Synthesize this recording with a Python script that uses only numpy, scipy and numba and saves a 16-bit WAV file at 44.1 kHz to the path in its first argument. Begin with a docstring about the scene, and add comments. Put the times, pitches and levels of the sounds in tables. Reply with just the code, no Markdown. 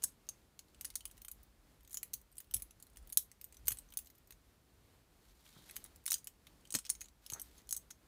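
"""Metal clicks and knocks in clusters, each with a short bright ring, over steady hiss and a low rumble.
A steel folding knife with two swinging handles is turned, opened and shut by hand over a bed, close to a phone.
Knocks are bursts of noise that also set the steel ringing; thumps are short dull tones.
Sliding fingers are patchy coloured noise, scuffs are gliding bands of noise,
and a fading noise tail adds a small soft room."""
import sys
import numpy as np
from scipy import signal
from scipy.fft import rfft, irfft
from scipy.io import wavfile
from scipy.ndimage import uniform_filter1d
from numba import njit

SR = 44100
rng = np.random.default_rng(int(sys.argv[2]) if len(sys.argv) > 2 else 0)


def log_audio(samples):
    """Write samples as a 16-bit WAV file to the path given in sys.argv[1]."""
    # one column per channel
    frames = np.atleast_2d(samples).T
    # limit to full scale, then quantise
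    limited = np.clip(frames, -1, 1)
    pcm = np.round(limited * 32767).astype(np.int16)
    wavfile.write(sys.argv[1], SR, pcm)


N = 356019

# Steel hitting steel: t/s, peak level of the crack before the rattle/dB, favoured pitch/Hz,
# extra body at 2.5 kHz/dB
HITS = [(0.0224, -38.5, 6870, -2), (0.0322, -31, 9240, -17), (0.0377, -18.5, 12200, -6.5),
        (0.0411, -19, 9960, -12.5), (0.2678, -57, 6500, -2), (0.289, -29, 6340, -1),
        (0.5912, -37, 4270, -1), (0.746, -52, 8750, 0), (0.8104, -31, 12200, -6), (0.8465, -32, 12100, 4),
        (0.8513, -28.5, 9950, -7), (0.9026, -39, 9180, 6), (0.9551, -24, 9300, -9),
        (0.9584, -28.5, 9990, 0), (1.0064, -42, 3000, 5), (1.0542, -30, 10000, 0.5),
        (1.0776, -52, 13500, -8), (1.1122, -42, 11400, -3), (1.1782, -48, 6830, 11), (1.218, -40, 14800, 4),
        (1.248, -38, 11400, 13.5), (1.2824, -35.5, 8690, 0), (1.3143, -34.5, 11700, -10),
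        (1.4312, -49, 15400, -17), (1.8487, -52, 8370, 6), (1.876, -46, 6060, 7), (1.8956, -51, 13000, -2),
        (1.9078, -44, 6770, -2), (1.9138, -43, 12400, -3), (1.9214, -45, 9020, -3), (1.9298, -35, 6120, -7),
        (1.9437, -28.5, 6850, -2), (1.9524, -42, 6870, -1), (1.9715, -27.5, 6880, -3),
        (2.0303, -27, 11300, 2), (2.1336, -32.5, 6270, -6), (2.138, -24.5, 11000, -2),
        (2.2145, -54, 13800, -4), (2.355, -54, 12300, -5), (2.3689, -46.5, 7100, -5),
        (2.3818, -34.5, 8910, -1.5), (2.4023, -38.5, 15500, 4), (2.5109, -42, 13500, 13.5),
        (2.539, -26.5, 11500, 1), (2.5432, -20.5, 10100, 1.5), (2.5656, -33, 13300, 11),
        (2.599, -46, 13500, 5), (2.6213, -32, 10200, -4), (2.7083, -47, 5840, 8), (2.8, -49.5, 9200, 4),
        (2.8252, -41, 11300, 0), (2.8677, -52.5, 9230, 0), (2.9598, -49, 3000, 6), (2.9708, -40, 9090, 8),
        (3.0733, -44.5, 15400, 2), (3.0934, -49, 9650, -2), (3.0998, -42, 12500, 3),
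        (3.1242, -34, 9800, -4.5), (3.1275, -30.5, 11500, -7.5), (3.1725, -12, 11800, -4),
        (3.3156, -42.5, 8420, 2), (3.4129, -38, 13900, -3.5), (3.4423, -33.5, 13800, -1),
        (3.5244, -44.5, 8270, 7.5), (3.544, -47, 9780, 7), (3.5688, -45, 6150, -2),
        (3.6557, -46.5, 6860, -4), (3.6624, -45, 11500, -13), (3.6712, -30.5, 11600, 3.5),
        (3.6814, -17.5, 14700, 4.5), (3.7058, -27.5, 9790, 8.5), (3.7185, -27.5, 11200, 6.5),
        (3.722, -29.5, 11100, 6), (3.771, -43, 8040, 7), (3.7864, -35.5, 8410, -4), (3.8881, -58, 6170, 3),
        (3.9034, -52, 13600, 1), (3.923, -46.5, 13500, 16), (3.9377, -44, 10100, 5),
        (3.9722, -24.5, 10100, -1), (3.9886, -31, 10100, -1.5), (4.0467, -52, 12700, -2),
        (4.059, -48.5, 13600, -6), (4.0709, -46, 13500, 4), (4.101, -49.5, 13600, -2),
        (4.1799, -56, 13500, 3), (4.2733, -51, 13600, -11), (4.3067, -42, 13600, 2),
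        (4.323, -46.5, 6320, 10), (5.464, -49.5, 3000, 19), (5.6913, -46, 11500, 14),
        (5.697, -41, 8350, 22), (5.7102, -38, 11500, 8.5), (5.7583, -39.5, 11400, 5),
        (5.765, -29.5, 11700, 3.5), (5.841, -36, 10200, -15), (5.8504, -47, 3680, 11),
        (5.8607, -44.5, 10200, 12), (5.96, -47, 12000, -6), (6.039, -53, 13500, -8),
        (6.0566, -38, 10600, -4.5), (6.0629, -24.5, 9600, 2), (6.0785, -26.5, 3970, 4.5),
        (6.09, -42.5, 3950, 0), (6.1042, -28.5, 6930, 2), (6.1085, -25.5, 9330, 2), (6.1182, -20, 5800, 7),
        (6.129, -24, 6050, 1.5), (6.1409, -20.5, 7500, -1.5), (6.1496, -47, 10800, 5),
        (6.1816, -42, 6320, -10), (6.2437, -41.5, 10900, -12), (6.2718, -32, 11500, 2.5),
        (6.4688, -44.5, 3910, 14.5), (6.6527, -48.5, 3100, 3), (6.673, -48, 8820, 2),
        (6.7053, -36, 8770, -8), (6.7234, -31.5, 9370, -5), (6.741, -25, 6540, 8),
        (6.7498, -20, 8110, 11.5), (6.7535, -22.5, 5680, 0), (6.7646, -30, 7850, -1),
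        (6.7877, -31.5, 9010, -3), (6.8511, -39.5, 5610, 12), (6.857, -44.5, 5350, 16),
        (6.8648, -39, 4450, 3), (6.894, -29.5, 6380, 5), (6.9, -20.5, 9580, -10), (6.9516, -41, 6480, 0),
        (7.0082, -36, 6420, -4), (7.0145, -32.5, 6500, -0.5), (7.0419, -51, 6770, 0),
        (7.0566, -51, 6960, 2), (7.085, -50, 5980, 5), (7.2635, -38, 5600, 5), (7.3004, -31.5, 6960, 9),
        (7.3205, -32, 6420, -1), (7.3348, -30, 6470, 2), (7.3447, -44, 6530, -5), (7.397, -33.5, 12400, 1),
        (7.4164, -31, 12400, -23), (7.5802, -49, 6520, 8), (7.6912, -36, 6930, 0),
        (7.7087, -31, 6470, -8.5), (7.726, -24.5, 6410, -11), (7.7471, -39.5, 8680, 4),
        (7.7649, -30.5, 9310, -18), (7.7726, -36, 6440, -4), (7.9044, -45, 5940, 1),
        (7.9082, -39.5, 6520, 3), (7.913, -44.5, 9470, -1.5)]


def undb(db):
    """Turn decibels into a gain."""
    return 10 ** (np.asarray(db) / 20)


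def unit(x):
    """Scale to rms 1."""
    return x / np.sqrt(np.mean(x ** 2))


def noise(points):
    """Make noise of rms 1 whose colour follows (f/Hz, level/dB) points."""
    hz, db = np.transpose(points)
    f = np.maximum(np.fft.rfftfreq(N, 1 / SR), 1)
    spectrum = rfft(rng.standard_normal(N))
    colour_gain = undb(np.interp(np.log(f), np.log(hz), db))
    return unit(irfft(spectrum * colour_gain, N))


def curve(s, db):
    """Join level points into a gain per sample, practically silent outside them."""
    return undb(np.interp(np.arange(N) / SR, s, db, -140, -140))


def walk(rate):
    """Random levels with spread 1 that slide to a new value every 1 / rate seconds."""
    hold = int(SR / rate)
    steps = np.repeat(rng.standard_normal(N // hold + 1), hold)
    return unit(uniform_filter1d(steps, hold)[:N])


@njit
def add(out, start, hz, t60, gain):
    """Add modes (the tones a solid rings at), each fading by 60 dB in its time t60."""
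    for k in range(len(hz)):
        # multiplying by this each sample turns the tone onward and shrinks it
        turn = np.exp(2j * np.pi * hz[k] / SR - np.log(1000) / (t60[k] * SR))
        z = gain[k] + 0j
        for i in range(start[k], min(start[k] + int(1.3 * t60[k] * SR), len(out))):
            out[i] += z.imag
            z *= turn


def background():
    """Steady hiss, and a low rumble that swells as the phone is moved."""
    # Colour of the hiss: f/Hz, level per Hz/dB
    hiss_colour = [(21, -31.5), (35, -6), (60, -3.5), (88, -8), (167, -12), (287, -14), (380, -17),
                   (604, -21), (800, -22.5), (2960, -29.5), (4350, -29.5), (5770, -32.5), (6390, -32.5),
                   (14900, -34), (16100, -45)]
    # Level of the rumble: t/s, level/dB
    rumble_level = [(0.0, -81), (0.11, -71.5), (0.4, -81), (1.12, -65), (2.4, -73), (2.56, -60),
                    (2.88, -74.5), (3.01, -59.5), (3.28, -76.5), (3.73, -58.5), (3.77, -64.5),
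                    (4.27, -76.5), (4.34, -65.5), (5.03, -84.5), (5.26, -68), (5.62, -77), (7.42, -68),
                    (8.07, -76)]
    middle_hz, width_hz = 49.77, 31
    edges = [middle_hz - width_hz / 2, middle_hz + width_hz / 2]
    band = signal.butter(3, edges, "bandpass", fs=SR, output="sos")
    low = signal.sosfilt(band, rng.standard_normal(N))
    hiss_db = -69 + 1.5 * walk(9)
    hiss = undb(hiss_db) * noise(hiss_colour)
    return hiss + unit(low) * curve(*np.transpose(rumble_level))


def bounces(count=3):
    """After each knock the loose parts bounce a few times, weaker as the delay grows."""
    gap_s, first_db, fade_db_per_s = .02, -22, 153
    chance = rng.random((len(HITS), 2, count))
    gaps = gap_s * (.3 - np.log(1 - chance[:, 0]))
    delay = np.cumsum(gaps, axis=1).ravel()
    rows = np.repeat(np.array(HITS, float), count, axis=0)
    rows[:, 0] += delay
    rows[:, 1] += first_db - fade_db_per_s * delay - 8 * chance[:, 1].ravel()
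    return rows


def ticks():
    """Faint ticks of loose pins, scattered around the knocks."""
    # the rate counts all ticks drawn; the weakest are later skipped
    per_s, loudest_db, spread_s = 8, -54.5, 0.1
    chance = rng.random((int(per_s * N / SR), 3))
    rows = np.array(HITS, float)[(chance[:, 0] * len(HITS)).astype(int)]
    rows[:, 0] = abs(rows[:, 0] + spread_s * (2 * chance[:, 1] - 1))
    rows[:, 1] = loudest_db + 4 * np.log(chance[:, 2])
    return rows


def knocks(size=2048):
    """Each knock is a dry crack of tiny contacts, and it sets the modes of the steel ringing."""
    # Modes of handles and blade, before random detuning: f/Hz, level/dB, t60 when held loosely/s
    steel = [(3070, -6, .05), (3410, -8, .05), (3920, -5, .06), (4300, -6, .05), (5380, -6, .05),
             (6040, -5, .06), (6460, -3, .06), (6900, -2, .07), (7780, -5, .08), (8100, -3, .07),
             (8420, -3, .07), (8700, -2, .07), (9220, -2, .08), (9440, -4, .06), (9980, -1, .09),
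             (10140, 0, .08), (11090, -2, .08), (11330, -5, .06), (11760, 0, .06), (12100, -4, .06),
             (12390, -2, .08), (12690, -2, .06), (13330, -4, .1), (13540, -2, .1), (13920, -4, .06),
             (14680, -5, .07), (15110, -4, .08), (15470, -1, .05)]
    # How the knife is held: t/s, tilt at 13 kHz/dB, ring over crack for a -33 dB knock/dB
    grip_changes = [(0, -9, -9), (0.999, -6.5, -7.5), (1.2, 1.5, -4), (2.0, 1, -7), (2.6, 3, -3),
                    (3.2, -2.5, -9), (3.7, 0, -6), (4.298, -3, -6.5), (5.7, -1.5, -7), (6.1, -2.5, -6.5),
                    (6.8, -10, -6), (7.302, -6, -5), (7.702, -3, -0.5), (8.07, -9.5, -8)]
    # The part that hangs free, whichever part is hit: from t/s, f/Hz
    free_parts = [(0, 9980), (1.15, 11760), (1.8, 6900), (2.3, 10140), (2.75, 11760), (3.85, 13540),
                  (5.0, 10140), (6.0, 9220), (6.6, 6460)]
    grip, linger = 0.4, 1.1  # share of the loose ring time left by the hand; extra factor for the free part
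    free_db, scatter_db = 5.5, 12  # boost of the free part; random scatter of the other modes
    unheard_db = -66  # weaker knocks are skipped
    mode_hz, mode_db, mode_t60 = np.transpose(steel)
    hold_s, hold_high_db, hold_ring_db = np.transpose(grip_changes)
    free_s, free_hz = np.transpose(free_parts)
    crack, ring = np.zeros(N + size), np.zeros(N)
    t, f = np.arange(size) / SR, np.maximum(np.fft.rfftfreq(size, 1 / SR), 1)

    # the first contact stands out as a snap above the slower crack (t60 in s)
    crack_t60, snap_db, snap_t60 = 0.032, 7.5, 0.0028
    fade = np.exp(-np.log(1000) * t / crack_t60)
    fade += undb(snap_db) * np.exp(-np.log(1000) * t / snap_t60)
    fade *= np.minimum(t / 0.0004, 1)

    blows = np.vstack([HITS, bounces(), ticks()])
    contacts = rng.standard_normal((len(blows), size))
    chance = rng.uniform(-1.1, 1, (len(blows), 3, len(steel)))
    # each crack has its own peaks and gaps, smoothed over about 500 Hz
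    rough = rng.standard_normal((len(blows), len(f)))
    uneven = 4.5 * unit(uniform_filter1d(rough, int(500 / f[1])))
    for blow, grit, gaps_db, (level_chance, start_chance, pitch_chance) in zip(blows, contacts, uneven, chance):
        s, db, pitch_hz, extra_db = blow
        if db < unheard_db or s * SR >= N:
            continue
        # harder knocks have less body at 2.5 kHz
        low_db = -6 - 0.23 * (db + 35) + extra_db
        high_db = np.interp(s, hold_s, hold_high_db)
        ring_db = np.interp(s, hold_s, hold_ring_db)
        nearest = np.argmin(abs(mode_hz - pitch_hz))
        free = mode_hz == free_hz[np.searchsorted(free_s, s, "right") - 1]

        def colour(hz, bump_db, octaves):
            """Where the blow lands sets its tilt and favours one pitch."""
            points_hz = [300, 1000, 2500, 7500, 13000]
            points_db = [low_db - 34.0, low_db - 6, low_db, 0, high_db]
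            tilt = np.interp(np.log(hz), np.log(points_hz), points_db)
            distance = np.log2(hz / mode_hz[nearest]) / octaves
            return tilt + bump_db * np.exp(-distance ** 2)

        start = int(s * SR)
        burst_gain = undb(colour(f, 13, 0.11) + gaps_db)
        burst = irfft(rfft(grit) * burst_gain, size) * fade
        crack[start:start + size] += undb(db) * burst / abs(burst).max()

        scatter = np.where(free, free_db, scatter_db * level_chance)
        gain = undb(mode_db + colour(mode_hz, 9, .012) + scatter)
        decay = mode_t60 * grip * np.where(free, linger, 1)
        # the blow spreads through the steel, so the modes start a little apart
        starts = (start + 0.00058 * SR * (1 + start_chance)).astype(np.int64)
        detuned_hz = mode_hz * (1 + 0.0023 * pitch_chance)
        # harder knocks ring more against their crack
        total_db = db + ring_db + 0.1858 * (db + 33)
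        add(ring, starts, detuned_hz, decay, undb(total_db) * gain / np.linalg.norm(gain))
    # loose pins rattle, which breaks up the crack and roughens the ring
    crack[:N] *= undb(1 * walk(1500))
    ring *= undb(1.2 * walk(500))
    highpass = signal.butter(4, 700, "highpass", fs=SR, output="sos")
    return signal.sosfilt(highpass, crack[:N] + ring)


def room(dry):
    """Many tiny echoes blur into a short tail of fading noise."""
    level_db, t60 = -12, 0.14  # t60 in s
    t = np.arange(int(.4 * SR)) / SR
    fade = np.exp(-np.log(1000) * t / t60) * np.minimum(t / 0.00293, 1)
    tail = rng.standard_normal(len(t)) * fade
    return undb(level_db) * signal.fftconvolve(dry, tail / np.linalg.norm(tail))[:N]


def thumps():
    """A dull low mode with two weaker overtones; the soft contact rounds the start."""
    # Soft thumps of hand and knife: t/s, level of the lowest mode before the lowpass/dB, f/Hz, t60/s
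    soft_hits = [(2.553, -50, 108, 0.13), (3.638, -54, 67.3, 0.15), (3.681, -43.5, 530, 0.022),
                 (3.711, -49.5, 102, 0.1), (4.306, -59.5, 415, 0.026), (5.566, -52.5, 174.7, 0.055),
                 (5.588, -54, 150.6, 0.037), (6.741, -42, 410, 0.016), (6.75, -37, 270, 0.043),
                 (6.756, -39, 225, 0.05), (7.325, -42.5, 138, 0.02)]
    out = np.zeros(N)
    for s, db, hz, t60 in soft_hits:
        starts = np.full(3, int(s * SR))
        modes_hz = hz * np.array([1, 2.2, 3.7])
        decay = t60 * np.array([1, .6, .4])
        add(out, starts, modes_hz, decay, undb(db + np.array([0, -7., -14.])))
    return signal.sosfilt(signal.butter(2, 1500, fs=SR, output="sos"), out)


def slides():
    """Fingers slide along the handles: skin slips unevenly on the steel, in patches."""
    # One list for each slide: t/s, level before the patches/dB
    strokes = [
        [(5.15, -94), (5.244, -75.5), (5.566, -70.5), (5.69, -65.5), (5.856, -77), (5.95, -90)],
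        [(7.22, -79), (7.284, -69.5), (7.452, -71), (7.62, -72.5)],
    ]
    # Colour of skin on steel: f/Hz, level per Hz/dB
    skin = [(880, -13), (1500, -13), (2880, -14.5), (3590, -9), (5640, -13.5), (14800, -16), (16000, -27.5),
            (16500, -32)]
    grain_db = 2.5 * walk(300) + 2 * walk(40)
    level = sum(curve(*np.transpose(rows)) for rows in strokes)
    return noise(skin) * undb(grain_db) * level


def scuffs():
    """A short scuff with a pitch: a narrow band of noise whose centre glides."""
    # Scuffs: t/s, length/s, level before the fade in and out/dB, first f/Hz, last f/Hz, width/Hz
    rubs = [(5.55, 0.026, -68, 1600, 1100, 760), (5.5, .16, -70, 3900, 3500, 1000),
            (7.321, 0.008, -51, 1150, 1100, 800), (7.335, 0.055, -62, 700, 1500, 700),
            (7.33, 0.087, -61, 1100, 710, 1950)]
    out = np.zeros(N)
    for s, length, db, first_hz, last_hz, width_hz in rubs:
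        n, k = int(length * SR), int(SR / width_hz)
        phase = 2 * np.pi * np.cumsum(np.linspace(first_hz, last_hz, n)) / SR
        # slow noise on a sine and a cosine widens the tone into a band
        wobble = uniform_filter1d(rng.standard_normal((2, 8192)), k)[:, :n] * np.sqrt(k)
        band = wobble[0] * np.cos(phase) + wobble[1] * np.sin(phase)
        out[int(s * SR):][:n] += undb(db) * np.sqrt(np.hanning(n)) * band
    return out


def scene():
    """Add the knife, its room tail and the background."""
    knife = knocks() + slides() + scuffs() + thumps()
    return (knife + room(knife) + background())[None]


def record(dry):
    """The phone drops the deepest bass, steps down near 15.8 kHz and cuts off steeply above 16.5 kHz."""
    top_hz = 15800
    thin = signal.sosfilt(signal.butter(4, 36, "highpass", fs=SR, output="sos"), dry)
    step = signal.firwin2(401, [0, top_hz - 300, top_hz + 50, SR / 2], [1, 1, .13, .13], fs=SR)
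    soft = signal.fftconvolve(thin, step[None], "same")
    return signal.sosfilt(signal.ellip(8, .2, 70, 16500, fs=SR, output="sos"), soft)


dry = scene()
out = record(dry)
log_audio(out)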